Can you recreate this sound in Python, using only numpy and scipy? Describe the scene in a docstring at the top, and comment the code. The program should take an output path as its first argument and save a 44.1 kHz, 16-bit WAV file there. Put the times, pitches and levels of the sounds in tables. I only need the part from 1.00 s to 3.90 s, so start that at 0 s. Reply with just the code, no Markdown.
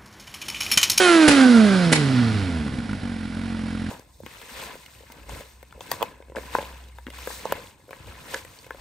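"""Motorcycle winding down

A four-cylinder motorcycle, standing on a forest track, winds down after a blip of the throttle.
The exhaust falls from a smooth howl (sine waves) to separate thumps (filtered pulses), with rushing gas and
clatter (coloured noise) and a whine and growl (sine waves). It backfires in two bursts (pressure pulses and
noise), stumbles with two knocks and settles into idle. We listen by the silencer; trees echo the backfires."""
import sys
import numpy as np
from scipy import signal
from scipy.fft import rfft, irfft, next_fast_len
from scipy.io import wavfile
from scipy.ndimage import uniform_filter1d, map_coordinates

SR = 44100
rng = np.random.default_rng(int(sys.argv[2]) if len(sys.argv) > 2 else 0)


def bounce(signal):
    """Save signal as a 16-bit WAV file at the path given by the first command-line argument."""
    frames = np.transpose(np.atleast_2d(signal))
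    limited = np.clip(frames, -1, 1)
    pcm = np.round(limited * 32767).astype(np.int16)
    wavfile.write(sys.argv[1], SR, pcm)


N = 127890

# How fast the engine runs. Each row: time in seconds, firings per second.
ENGINE_RATE = [(0.0, 374.8), (0.1, 346.0), (0.25, 306.3), (0.4, 266.3), (0.55, 233.1), (0.7, 197.1),
               (0.9, 163.1), (1.05, 139.1), (1.25, 115.6), (1.45, 92.8), (1.6, 76.7), (1.75, 63.6),
               (1.87, 53.3), (2.0, 48.2), (2.15, 45.0), (2.28, 42.6), (2.43, 45.7), (2.6, 44.1),
               (2.9, 43.7)]
TOP_HZ = 11150  # upper limit of the sound


def amp(db):
    """Turn decibels into a gain."""
    return 10 ** (np.asarray(db) / 20)


def unit(x):
    """Scale a signal to an rms of 1."""
    return x / np.sqrt(np.mean(x ** 2) + 1e-20)


def along(points, hz):
    """Read (Hz, value) points at any frequency, on a logarithmic axis."""
    f, v = np.transpose(points)
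    return np.interp(np.log(hz + 1), np.log(f + 1), v)


def curve(points):
    """Turn (seconds, value) points into one value per sample."""
    return np.interp(np.arange(N) / SR, *np.transpose(points))


def wobble(rate):
    """Make a smooth random curve with this many random points a second."""
    points = rng.standard_normal(4096)
    return map_coordinates(points, [np.arange(N) * rate / SR + 2], mode="mirror")


def filtered(x, response):
    """Multiply the spectrum of x by a response that depends on frequency."""
    m = next_fast_len(N + SR // 2)
    spectrum = rfft(x, m) * response(np.fft.rfftfreq(m, 1 / SR))
    return irfft(spectrum, m)[..., :N]


def ringing(x, colour, size=8192):
    """Filter x to a colour so that every pulse rings only after it strikes (minimum phase)."""
    gain = amp(along(colour, np.fft.rfftfreq(size, 1 / SR)))
    cepstrum = irfft(np.log(gain))
    fold = np.r_[1, np.full(size // 2 - 1, 2), np.zeros(size // 2)]
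    impulse = irfft(np.exp(rfft(cepstrum * fold)))
    return signal.fftconvolve(x, impulse)[:N]


def noise(colour):
    """Stereo noise with a colour and the metalwork's narrow rings; its middle part has rms 1."""
    # Likeness of left and right. Each row: frequency in Hz, correlation (held between -1 and 1).
    alike = [(100, 2.5), (300, 0.46), (700, 1), (2000, 0.9), (9000, 0.8)]
    # Narrow rings of the metalwork. Each row: frequency in Hz, width in Hz, boost in dB.
    metal = [(764, 110, 2.5), (1434, 51, 5.5), (2003, 105, 3.5), (2273, 12, 10), (2416, 15, 4.5),
             (4170, 38, 4)]

    def response(hz):
        turn = np.arccos(np.clip(along(alike, hz), -1, 1)) / 2
        rings = sum(db / (1 + (2 * (hz - f) / width) ** 2) for f, width, db in metal)
        gain = amp(along(colour, hz) + rings) * (hz < TOP_HZ)
        return gain * np.array([np.cos(turn), np.sin(turn)])

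    mid, side = filtered(rng.standard_normal((2, N)), response)
    return np.array([mid + side, mid - side]) / mid.std()


def firings(phase, colour, sizes, scatter_db, jitter):
    """One ringing pulse per firing, kept at an even level; jitter is a share of the period."""
    k = np.arange(np.ceil(phase[0]), phase[-1])
    chance = rng.standard_normal((1024, 2))[k.astype(int) % 1024]
    at = np.interp(k + jitter * chance[:, 0], phase, np.arange(N))
    push = np.take(sizes, k.astype(int), mode="wrap") * amp(scatter_db * chance[:, 1])
    # share each pulse between its two nearest samples
    i = at.astype(int)
    early = np.bincount(i, push * (1 - at + i), N + 1)
    late = np.bincount(i + 1, push * (at - i), N + 1)
    x = ringing((early + late)[:N], colour)
    power = uniform_filter1d(uniform_filter1d(x ** 2, size=4000), size=4000)
    return x / np.sqrt(np.abs(power) + 1e-12)


def gate(phase, depth, lag):
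    """A swell once per firing, of rms 1; lag is a share of the period."""
    return unit(np.exp(depth * np.cos(2 * np.pi * (phase - lag))))


def trees(x, spread_s):
    """The nearest trunks scatter sound back as a blurred echo and a short tail, made from shaped noise."""
    # Each row: frequency in Hz, level in dB.
    echo_colour = [(60, 1), (200, -5.5), (1500, -1), (2300, 2.5), (2900, 4.5), (6000, 1.5), (11000, -1.5)]
    echo_s, echo_db = 0.029, -10.5
    tail_t60_s, tail_db = 0.43, -6  # T60: time to fall by 60 dB
    t = np.arange(SR // 2) / SR
    echo = np.exp(-((t - echo_s) / spread_s) ** 2)
    tail = amp(-60 * t / tail_t60_s)
    shape = amp(echo_db) * echo / np.linalg.norm(echo) + amp(tail_db) * tail / np.linalg.norm(tail)
    wet = signal.fftconvolve(x, shape * rng.standard_normal((2, len(t))), axes=1)[:, :N]
    return filtered(wet, lambda hz: amp(along(echo_colour, hz)))


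def clatter():
    """The valve gear clatters: steady coloured noise with a quick random flutter."""
    # Each row: frequency in Hz, level in dB.
    clatter_colour = [(25, -30), (100, -5), (280, 10.5), (400, -2), (520, 4.5), (650, 0.5), (900, 0.5),
                      (1250, -5.5), (1450, 2), (2000, -2), (2600, -4), (3600, -5), (5400, -9),
                      (6300, -19.5), (8000, -18), (10500, -18.5)]
    level_db = -42 + 1.0 * wobble(220)
    return amp(level_db) * noise(clatter_colour)


def burble():
    """Uneven combustion with the throttle shut gives a low burble, made from low noise."""
    # Each row: time in seconds, level in dB.
    burble_level = [(0, -60), (.2, -47), (.4, -39), (.55, -35.5), (.7, -31.5), (.85, -36), (1.05, -30.5),
                    (1.3, -31), (1.5, -34), (1.75, -35), (2.05, -41)]
    # Each row: frequency in Hz, level in dB.
    burble_colour = [(25, -5), (55, -22), (90, 8), (150, 1), (190, 5), (250, 10.5), (330, -16.5),
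                     (500, -35)]
    return amp(curve(burble_level)) * noise(burble_colour)


def rushing_gas(phase):
    """Turbulent gas leaves the pipe in puffs: noise that swells gently with each firing."""
    # Levels of the gas's body and its hiss. Each row: time in seconds, level in dB.
    body_level = [(0, -24.5), (.08, -24.5), (.21, -26), (.34, -22.5), (.44, -24), (.52, -27), (.77, -28),
                  (.89, -29), (1.1, -31), (1.36, -34.5), (1.6, -43), (1.85, -55), (2.1, -73)]
    hiss_level = [(.04, -27), (.21, -33.5), (.35, -32.5), (.5, -38), (.85, -44.5), (1.1, -49), (1.4, -77)]
    # Their colours. Each row: frequency in Hz, level in dB.
    body_colour = [(25, -49), (120, -22), (220, 0), (330, 1), (420, -1.5), (620, -0.5), (850, -5.5),
                   (1200, -2), (1480, -0.5), (1900, -4), (2900, -6.5), (4200, -7), (5300, -10.5),
                   (6300, -19.5), (11000, -23)]
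    hiss_colour = [(2000, -2.5), (5000, 5), (7500, 3), (9000, 1), (10500, 5), (12000, -22)]
    puffs = gate(phase, depth=0.15, lag=0.56) * amp(0.63 * wobble(44.46))  # wobble in dB
    body = amp(curve(body_level)) * noise(body_colour)
    hiss = amp(curve(hiss_level)) * noise(hiss_colour)
    return puffs * (body + hiss)


def knocks():
    """The drive knocks as the crank nearly stalls: short sine rings that die away."""
    # Each row: start in seconds, starting level in dB.
    knock_times = [(1.894, -29.5), (1.932, -25)]
    knock_hz, knock_t60_s = 1433, 0.028
    out = np.zeros(N)
    for s, db in knock_times:
        t = np.maximum(np.arange(N) / SR - s, 0)
        out += amp(db - 60 * t / knock_t60_s) * np.sin(2 * np.pi * knock_hz * t)
    return out


def backfires():
    """Unburnt fuel goes off in the pipe: a pressure push rings the silencer, with a short spit of gas."""
    # Each row: start in seconds, push level in dB, spit level in dB, spit length before it fades in seconds.
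    pops = [(0.2785, -9, -12.5, 0.0079), (0.2864, -8, -21, 0.0016), (0.2928, -4, -17, 0.0024),
            (0.919, -10.5, -22.5, 0.0072), (0.9258, -8, -14.5, 0.0097)]
    # Colours of the spit and the silencer's ring. Each row: frequency in Hz, level in dB.
    spit_colour = [(60, 1), (300, 9.5), (700, 5.5), (1100, -1.5), (1900, 7.5), (2800, 1.5), (4500, -1),
                   (6200, -4.5), (8500, -2.5), (11000, -3.5)]
    boom_colour = [(25, -12), (90, 0), (160, -17.5), (235, 13.5), (320, -8), (420, -2), (650, -3),
                   (1200, -31)]
    spit_attack_s, spit_t60_s, push_s, boom_db = 0.00059, 0.029, 0.00072, 4
    pushes, spits = np.zeros(N), np.zeros(N)
    for s, push_db, spit_db, length in pops:
        t = np.maximum(np.arange(N) / SR - s, 0)
        u = t / push_s
        pushes -= amp(push_db) * np.e * u * (1 - u + u * u / 6) * np.exp(-u)
        fade_db = 60 * np.maximum(t - length, 0) / spit_t60_s
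        spits += amp(spit_db - fade_db) * (1 - np.exp(-t / spit_attack_s))
    boom = amp(boom_db) * ringing(pushes, boom_colour)
    return pushes + boom + spits * noise(spit_colour)


def whine(phase):
    """Crank and gears whine: their partials flare up as they slide through the casing's resonances."""
    # Partials. Each row: multiple of the firing rate, level in dB.
    whine_orders = [(4, 4.5), (4.5, -11), (5, -2), (6, -1), (6.5, -16), (7, -6.5), (8, -0.5), (8.6, -4)]
    # Overall level. Each row: time in seconds, level in dB.
    whine_level = [(0, -24.5), (.09, -22.5), (.2, -28), (.43, -25), (.58, -27.5), (.68, -33.5),
                   (.76, -31.5), (.9, -40.5), (1.6, -46.5), (2.0, -57)]
    # Casing resonances. Each row: frequency in Hz, width in Hz, level in dB.
    casing = [(425, 95, -0.5), (666, 93, -4), (1379, 95, -3), (1520, 43, -0.5), (1590, 142, -2.5),
              (2486, 91, -2), (3170, 250, 0)]
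    casing_floor_db = -19  # between the resonances
    blur_rad, flutter_db = 0.45, 1.5
    rate, out = curve(ENGINE_RATE), np.zeros(N)
    for k, db in whine_orders:
        power = sum(amp(level) ** 2 / (1 + (2 * (k * rate - hz) / width) ** 4)
                    for hz, width, level in casing)
        casing_gain = np.sqrt(2 * (power + amp(casing_floor_db) ** 2))
        angle = 2 * np.pi * (k * phase + rng.random()) + blur_rad * wobble(130)
        out += casing_gain * amp(db + flutter_db * wobble(50.56)) * np.cos(angle)
    return amp(curve(whine_level)) * out


def growl(phase, waver_db):
    """Unequal cylinders put wavering sine lines halfway between the main multiples of the firing rate."""
    # Partials. Each row: multiple of the firing rate, level in dB.
    growl_orders = [(1.5, 1), (2.5, -5)]
    # Overall level. Each row: time in seconds, level in dB.
    growl_level = [(0, -25.5), (.08, -45), (.45, -40), (.58, -51), (.8, -43), (1.4, -48), (1.7, -77)]
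    lines = np.zeros(N)
    for k, db in growl_orders:
        level = amp(db + waver_db * wobble(20))
        angle = 2 * np.pi * (k * phase + rng.random()) + 0.5 * wobble(18)
        lines += level * np.cos(angle)
    return np.sqrt(2) * amp(curve(growl_level)) * lines


def exhaust(phase):
    """Firing pulses: a brassy rasp at speed; towards idle single thumps, each with a chuff of gas."""
    # Levels of the rasp and the thumps, uneven in the stumble. Each row: time in seconds, level in dB.
    rasp_level = [(0, -21), (.08, -22.5), (.2, -26.5), (.42, -30), (.52, -49), (.78, -58), (1.4, -59),
                  (1.9, -69)]
    thump_level = [(.7, -90), (1.2, -30), (1.42, -27), (1.58, -27.5), (1.65, -29.5), (1.68, -25.5),
                   (1.712, -36), (1.735, -26), (1.772, -34.5), (1.79, -24), (1.825, -36.5), (1.862, -33.5),
                   (1.876, -42), (1.892, -28), (1.935, -26.5), (1.975, -33.5), (2.012, -44), (2.03, -28.5),
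                   (2.16, -30), (2.32, -31), (2.38, -28.5), (2.9, -28.5)]
    # Colours of the rasp, the silencer's thump and the chuff. Each row: frequency in Hz, level in dB.
    rasp_colour = [(60, -65), (300, -27), (700, -12), (1080, -4), (1400, -10), (1800, -3.5), (2200, -8.5),
                   (3100, -11.5), (4200, -12), (6000, -37), (11000, -53)]
    pipe = [(20, -55), (44, -11.5), (90, -5), (135, -6.5), (176, -9.5), (228, 1), (268, -8.5), (310, -13.5),
            (390, -32.5), (500, -21.5), (600, -44), (1200, -59)]
    chuff_colour = [(200, -17), (600, -1), (1600, 1), (3500, -8), (6000, -18)]
    # Relative strength of each cylinder, in firing order.
    cylinders = [0.85, 1.5, 0.45, 1.1]
    smear_s = 0.009  # the pipe delays the highest frequencies by this much
    chuff_db, chuff_s = -11.5, 0.0035  # level relative to the thump, rise time
    rasp = firings(phase, rasp_colour, cylinders, scatter_db=1, jitter=0.009)
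    rasp = filtered(rasp, lambda hz: np.exp(-1j * np.pi * smear_s * hz ** 2 / TOP_HZ))
    thumps = firings(phase, pipe, [1], scatter_db=.9, jitter=.006)
    age = (phase % 1) / curve(ENGINE_RATE) / chuff_s  # time since the firing, in rise times
    chuffs = age * np.exp(1 - age) * amp(chuff_db) * noise(chuff_colour)
    return amp(curve(rasp_level)) * rasp + amp(curve(thump_level)) * (chuffs - thumps)


def howl(phase, waver_db):
    """The smooth exhaust howl: sine waves at one, two and three times the firing rate."""
    # One table for each multiple. Each row: time in seconds, level in dB.
    first = [(0, -17.5), (.09, -17), (.14, -13), (.25, -13.5), (.3, -16.5), (.42, -12.5), (.58, -11.5),
             (.64, -13.5), (.68, -17.5), (.88, -19.5), (.95, -25.5), (1.0, -21), (1.2, -22), (1.4, -21.5),
             (1.5, -26), (1.61, -30.5), (1.7, -70)]
    second = [(0, -31), (.22, -28), (.33, -31.5), (.5, -25.5), (0.701, -27.5), (.85, -32.5), (.96, -30),
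              (1.082, -26), (1.2, -20), (1.28, -28), (1.37, -33), (1.6, -63)]
    third = [(0, -36), (.3, -45), (.45, -33.5), (.53, -41), (.63, -28.5), (.72, -32.5), (.9, -34),
             (1.03, -32.5), (1.2, -44), (1.5, -41)]
    out = np.zeros(N)
    for k, level in enumerate([first, second, third], 1):
        gain = np.sqrt(2) * amp(curve(level) + waver_db * wobble(60.84))
        out += gain * np.cos(2 * np.pi * k * phase)
    return out


def scene():
    """The crank times the engine's sounds; level and phase by frequency place the bike left to right."""
    # Left level over right level. Each row: frequency in Hz, difference in dB.
    balance = [(50, 0), (110, 0.5), (200, -2), (350, -1), (700, -4.5), (1400, -5.5), (3500, -3.5),
               (6000, -3), (10000, -1.5)]
    # How far the left side leads. Each row: frequency in Hz, phase in radians.
    lead = [(60, 0.45), (200, -0.26), (520, 0.39), (1100, 0.33), (2400, 0.49), (4000, .1), (7000, -0.13)]
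    catch_s = 2.0315  # the idle catches here, and the firing count is set to zero
    howl_balance_db = -3  # extra left-over-right level of the howl
    turns = np.cumsum(curve(ENGINE_RATE)) / SR
    phase = turns - np.interp(catch_s, np.arange(N) / SR, turns)  # counted in firings
    sides = np.array([[.5], [-.5]])  # half of each difference goes to each side
    pops = backfires()
    note = howl(phase + 0.013 * wobble(70.85), waver_db=0.97) * amp(howl_balance_db * sides)
    gas = rushing_gas(phase) + clatter() + burble()
    bike = note + growl(phase, waver_db=2) + exhaust(phase) + whine(phase) + gas + knocks() + pops

    def placing(hz):
        return amp(along(balance, hz) * sides) * np.exp(1j * along(lead, hz) * sides)

    return filtered(bike, placing) + trees(pops, spread_s=0.0047)


def record(dry):
    """Round off the highest peaks, then remove everything above the upper frequency limit."""
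    ceiling, knee = .9, 10  # a larger knee bends more sharply
    held = dry / (1 + np.abs(dry / ceiling) ** knee) ** (1 / knee)
    return filtered(held, lambda hz: np.clip((TOP_HZ - hz) / 150 + .5, 0, 1))


dry = scene()
out = record(dry)
bounce(out)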